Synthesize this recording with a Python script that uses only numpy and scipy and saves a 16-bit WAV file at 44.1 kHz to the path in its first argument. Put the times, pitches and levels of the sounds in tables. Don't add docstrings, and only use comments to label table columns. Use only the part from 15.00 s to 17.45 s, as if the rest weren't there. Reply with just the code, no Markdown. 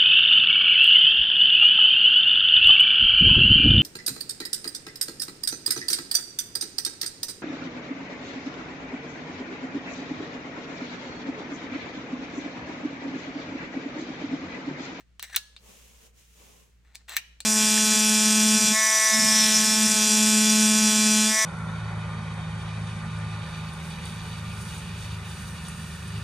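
import sys
import numpy as np
from scipy import signal
from scipy.fft import rfft, irfft
from scipy.io import wavfile
from scipy.ndimage import uniform_filter1d

SR = 44100
rng = np.random.default_rng(int(sys.argv[2]) if len(sys.argv) > 2 else 0)


def dump(signal):
    limited = np.clip(np.atleast_2d(signal).T, -1, 1)
    pcm = np.round(limited * 32767).astype(np.int16)
    wavfile.write(sys.argv[1], SR, pcm)


N = 108045
TOP_HZ = 16200


def amp(db):
    return 10 ** (np.asarray(db) / 20)


def unit(x):
    return x / np.sqrt(np.mean(x ** 2))


def fade(t, t60):
    return np.exp(-np.log(1000) * t / t60)


def add(out, start_s, x):
    i = max(int(start_s * SR), 0)
    out[i:i + len(x)] += x[:N - i]


def convolve(x, response):
    return signal.fftconvolve(x, response)[:len(x)]


def causal(gain):
    cepstrum = irfft(np.log(gain + 1e-9))
    cepstrum[1:len(gain) - 1] *= 2
    cepstrum[len(gain):] = 0
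    return irfft(np.exp(rfft(cepstrum)))


def colour(x, points, size=2049):
    hz, db = np.array(points, float).T
    curve_db = np.interp(np.log(np.linspace(1, SR / 2, size)), np.log(hz), db)
    return convolve(x, causal(amp(curve_db)))


def stereo_noise(points, side_db):
    mid, side = (unit(colour(rng.standard_normal(N), points)) for _ in range(2))
    return mid + amp(side_db) * side * np.array([[1], [-1]])


def wander(rate_hz):
    hold = int(SR / rate_hz)
    steps = np.repeat(rng.standard_normal(N // hold + 1), hold)
    return unit(uniform_filter1d(uniform_filter1d(steps, hold), hold)[:N])


def rough_tone(phase, rate_hz):
    return wander(rate_hz) * np.sin(phase) + wander(rate_hz) * np.cos(phase)


def room_tone(air_db=-70, waver_db=2.1, waver_rad=0.3):
    # pitch_hz, level_db
    harmonics = [(58.8, -60.3), (118, -77), (177, -79)]
    # freq_hz, gain_db
    air_eq = [(20, 0.5), (90, -0.5), (200, -3.5), (300, -13), (450, -11.5), (800, -21), (2000, -16.5),
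              (8000, -28.5), (11000, -39.5)]
    hum, t = np.zeros(N), np.arange(N) / SR
    for hz, db in harmonics:
        peak = np.sqrt(2) * amp(db + waver_db * wander(26))
        hum += peak * np.sin(2 * np.pi * hz * t + waver_rad * wander(3.8))
    return hum + amp(air_db) * stereo_noise(air_eq, side_db=-2)


def struck_steel(part, knock_db, blur=1, crack_db=-18.5, size=2049):
    modes = {"open": [(1250, -11), (1600, -3.5), (1830, 1), (2260, 0), (2750, -4.5), (3080, -7), (3600, 1),
             (3980, 2), (5850, -2), (6580, -9), (8100, 0.5), (10200, -10), (14200, -16), (15300, -6.5)],
             "shut": [(1000, -10.5), (1350, -8), (1830, 3), (2150, -1), (2690, -3.5), (3570, -1.5),
             (4070, 0.5), (5820, -5.5), (6450, -4), (7850, 0), (11500, -11.5), (14800, -4.5)],
             "catch": [(1750, -6.5), (2350, -0.5), (3660, 1), (3930, -7.5), (4350, 2), (5900, -11),
             (7440, -1), (7830, -2), (8500, 0.5), (14400, -8)]}
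    f = np.linspace(1, SR / 2, size)

    def resonance(hz, width_hz):
        return 1 / (1 + ((f ** 2 - hz ** 2) / (f * width_hz)) ** 2)

    steel = sum(amp(db) ** 2 * resonance(hz, width_hz=(169 + 0.027 * hz) * blur) / blur
                for hz, db in modes[part])
    lowest_hz = modes[part][0][0]
    crack = amp(crack_db) ** 2 * f ** 2 / (f ** 2 + lowest_hz ** 2)
    knock = amp(knock_db) ** 2 * resonance(hz=740, width_hz=300)
    return causal(np.sqrt(steel + crack + knock))


def scrapes(ticks_per_s=3500, spread_db=4.5, attack_s=0.0077, release_s=0.0067, size=8192):
    # start_s, part, length_s, level_db, tilt_db_per_octave
    bursts = [(0, "shut", 0.0071, -54, -2.5), (0.22, "open", .024, -42, 0),
              (0.244, "open", 0.086, -57, 0.5), (0.294, "open", 0.0067, -46, -5),
              (0.322, "open", 0.014, -48, -0.5), (1.841, "shut", 0.18, -69.5, -5),
              (1.944, "catch", 0.0077, -47, -1.5), (2.079, "shut", 0.067, -42.5, -2.2),
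              (2.154, "shut", 0.031, -42, 1)]
    out, t = np.zeros(N), np.arange(size) / SR
    for start_s, part, length_s, db, tilt in bursts:
        steel = struck_steel(part, knock_db=-11.5)
        ticks = (rng.random(size) < ticks_per_s / SR) * np.sign(rng.standard_normal(size))
        ticks *= amp(spread_db * rng.standard_normal(size))
        tilt_eq = [(hz, tilt * np.log2(hz / 1000)) for hz in (1000, TOP_HZ)]
        grit = colour(convolve(ticks, steel), tilt_eq)
        envelope = np.minimum(t / attack_s, 1) * np.exp(-np.maximum(t - length_s, 0) / release_s)
        add(out, start_s, amp(db) * envelope * unit(grit))
    return out


def clicks(blur, rise_s=0.0006, blow_share=0.22, size=2048):
    # start_s, part, chatter_decay_s, then one gain_db for each EQ band
    contacts = [(0.1952, "open", 0.002, -3.5, -4, -3, -6.5, -9),
                (0.2268, "open", 0.00086, -2, -17, -2, -2.5, 12.5),
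                (0.3323, "open", 0.0032, -8, -13, -13, -13, -21),
                (0.3444, "open", 0.0014, 0, 0, -16, -16, -34),
                (0.3488, "open", 0.0053, 0.5, -4, 1, -6, -23), (0.3614, "open", 0.00095, -11, 3, 6, 11, 23),
                (.365, "open", 0.0029, 6, 8, 11, 8, 4.5), (0.3747, "open", 0.0035, 1.5, -10, 3, -11.5, -12),
                (0.5639, "catch", 0.004, 1, -13, -6, -24, -36),
                (1.9547, "catch", 0.0006, -10, -1.5, -9, -3, -6),
                (2.0944, "shut", 0.00094, -6, -8, -14, -8, -2.5),
                (2.1664, "shut", 0.0038, 3, 15, 11.5, 9.5, 17),
                (2.4038, "catch", 0.003, 9.5, -7.5, -3, -2, -5.5)]
    bands_hz = [700, 2000, 4000, 8000, 15000]
    out, t = np.zeros(N), np.arange(size) / SR
    for start_s, part, decay_s, *gains_db in contacts:
        steel = struck_steel(part, knock_db=-27.5, blur=blur)
        envelope = np.minimum(t / rise_s, 1) * np.exp(-np.maximum(t - rise_s, 0) / decay_s)
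        chatter = rng.standard_normal(size) * envelope
        force = np.sqrt(1 - blow_share) * chatter / np.linalg.norm(chatter)
        force[int(rise_s * SR)] = np.sqrt(blow_share)
        add(out, start_s, colour(convolve(force, steel), list(zip(bands_hz, gains_db))))
    return out


def squeal():
    # time_s, pitch_hz, level_db
    glide = [(.22, 1950, -71.5), (0.241, 1920, -45), (0.274, 1878, -62.5), (.325, 1790, -53),
             (0.366, 1695, -40)]
    times, hz, db = np.array(glide).T
    t = np.arange(N) / SR
    phase = 2 * np.pi * np.cumsum(np.interp(t, times, hz)) / SR
    level = amp(np.interp(t, times, db, left=-np.inf, right=-np.inf))
    return level * rough_tone(phase, rate_hz=520)


def open_ring(start_s=0.3614, pitch_hz=1692, level_db=-48, t60_s=0.36):
    t = np.maximum(np.arange(N) / SR - start_s, 0)
    return amp(level_db) * fade(t, t60_s) * np.sin(2 * np.pi * pitch_hz * t)


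def sleeve(hiss_trim_db=-1, rub_trim_db=0.5, flicker_db=0.5):
    # time_s, hiss_db, rub_db
    swell = [(0, -100, -102.5), (.56, -79, -79), (.62, -64.5, -68), (0.689, -54.5, -59.5),
             (.81, -57, -66.5), (.98, -61, -69.5), (1.067, -57, -64), (1.121, -76, -78.5),
             (1.188, -59.5, -70.5), (1.286, -65, -83.5), (1.419, -57.5, -61.5), (1.601, -60.5, -66),
             (1.68, -70, -75.5), (1.79, -81.5, -93.5)]
    # freq_hz, gain_db
    hiss_eq = [(500, -21), (1500, -5.5), (2800, 1), (4500, -5.5), (6500, 0.5), (9500, -5.5), (15500, -10)]
    # freq_hz, gain_db
    rub_eq = [(60, -14.5), (130, -5), (210, 1.5), (310, -11), (460, -0.5), (700, -10.5), (1100, -8),
              (2500, -45)]
    times, hiss_db, rub_db = np.array(swell).T
    t = np.arange(N) / SR
    hiss = stereo_noise(hiss_eq, side_db=-1.5) * amp(hiss_trim_db + np.interp(t, times, hiss_db))
    rub = stereo_noise(rub_eq, side_db=-1.0) * amp(rub_trim_db + np.interp(t, times, rub_db))
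    return (hiss + rub) * amp(flicker_db * wander(150))


def shut_ring(start_s=2.167, pitch_hz=2780, level_db=-54, t60_s=0.28):
    t = np.arange(N) / SR - start_s
    beating = rough_tone(2 * np.pi * pitch_hz * t, rate_hz=220)
    return amp(level_db) * (t > 0) * fade(np.abs(t), t60_s) * beating


def room(x, early_db=-12, late_db=-21.5, predelay_s=0.0023, crossover_hz=9000):
    # freq_hz, gain_db
    reverb_eq = [(1000, 5), (2100, 1), (2900, 10.5), (3400, 3.5), (4300, 5.5), (6500, 4.5), (9000, 1),
                 (15000, -8.5)]
    t = np.arange(SR) / SR
    onset = np.clip(t / predelay_s - 1, 0, 1)
    early_noise, late_noise = rng.standard_normal((2, SR))
    low = signal.sosfiltfilt(signal.butter(2, crossover_hz, fs=SR, output="sos"), late_noise)
    treble = late_noise - low
    early = onset * early_noise * fade(t, t60=0.098)
    late = onset * (low * fade(t, t60=0.56) + treble * fade(t, t60=0.32))
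    response = amp(early_db) * early / np.linalg.norm(early) + amp(late_db) * late / np.linalg.norm(late)
    return convolve(x, colour(response, reverb_eq))


def microphones(x, left_lag_s=0.000018):
    # freq_hz, left_over_right_db
    balance = [(300, -3), (1000, 8), (1900, 2.5), (2750, 11.5), (3600, 0), (8000, -0.5)]
    hz, db = np.array(balance).T
    f = np.linspace(1, SR / 2, N + 1)
    lean = amp(np.interp(np.log(f), np.log(hz), db) / 2)
    left, right = lean * np.exp(-2j * np.pi * f * left_lag_s), 1 / lean
    return irfft(rfft(x, 2 * N) * np.array([left, right]))[:, :N]


def scene():
    rubs_and_rings = scrapes() + squeal() + open_ring() + shut_ring()
    direct = clicks(blur=0.95) + rubs_and_rings
    all_sides = clicks(blur=4) + rubs_and_rings
    reverb = np.array([room(all_sides), room(all_sides)])
    return microphones(direct) + reverb + sleeve() + room_tone()


def record(dry):
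    return signal.sosfilt(signal.ellip(10, 0.2, 70, TOP_HZ, fs=SR, output="sos"), dry)


dry = scene()
out = record(dry)
dump(out)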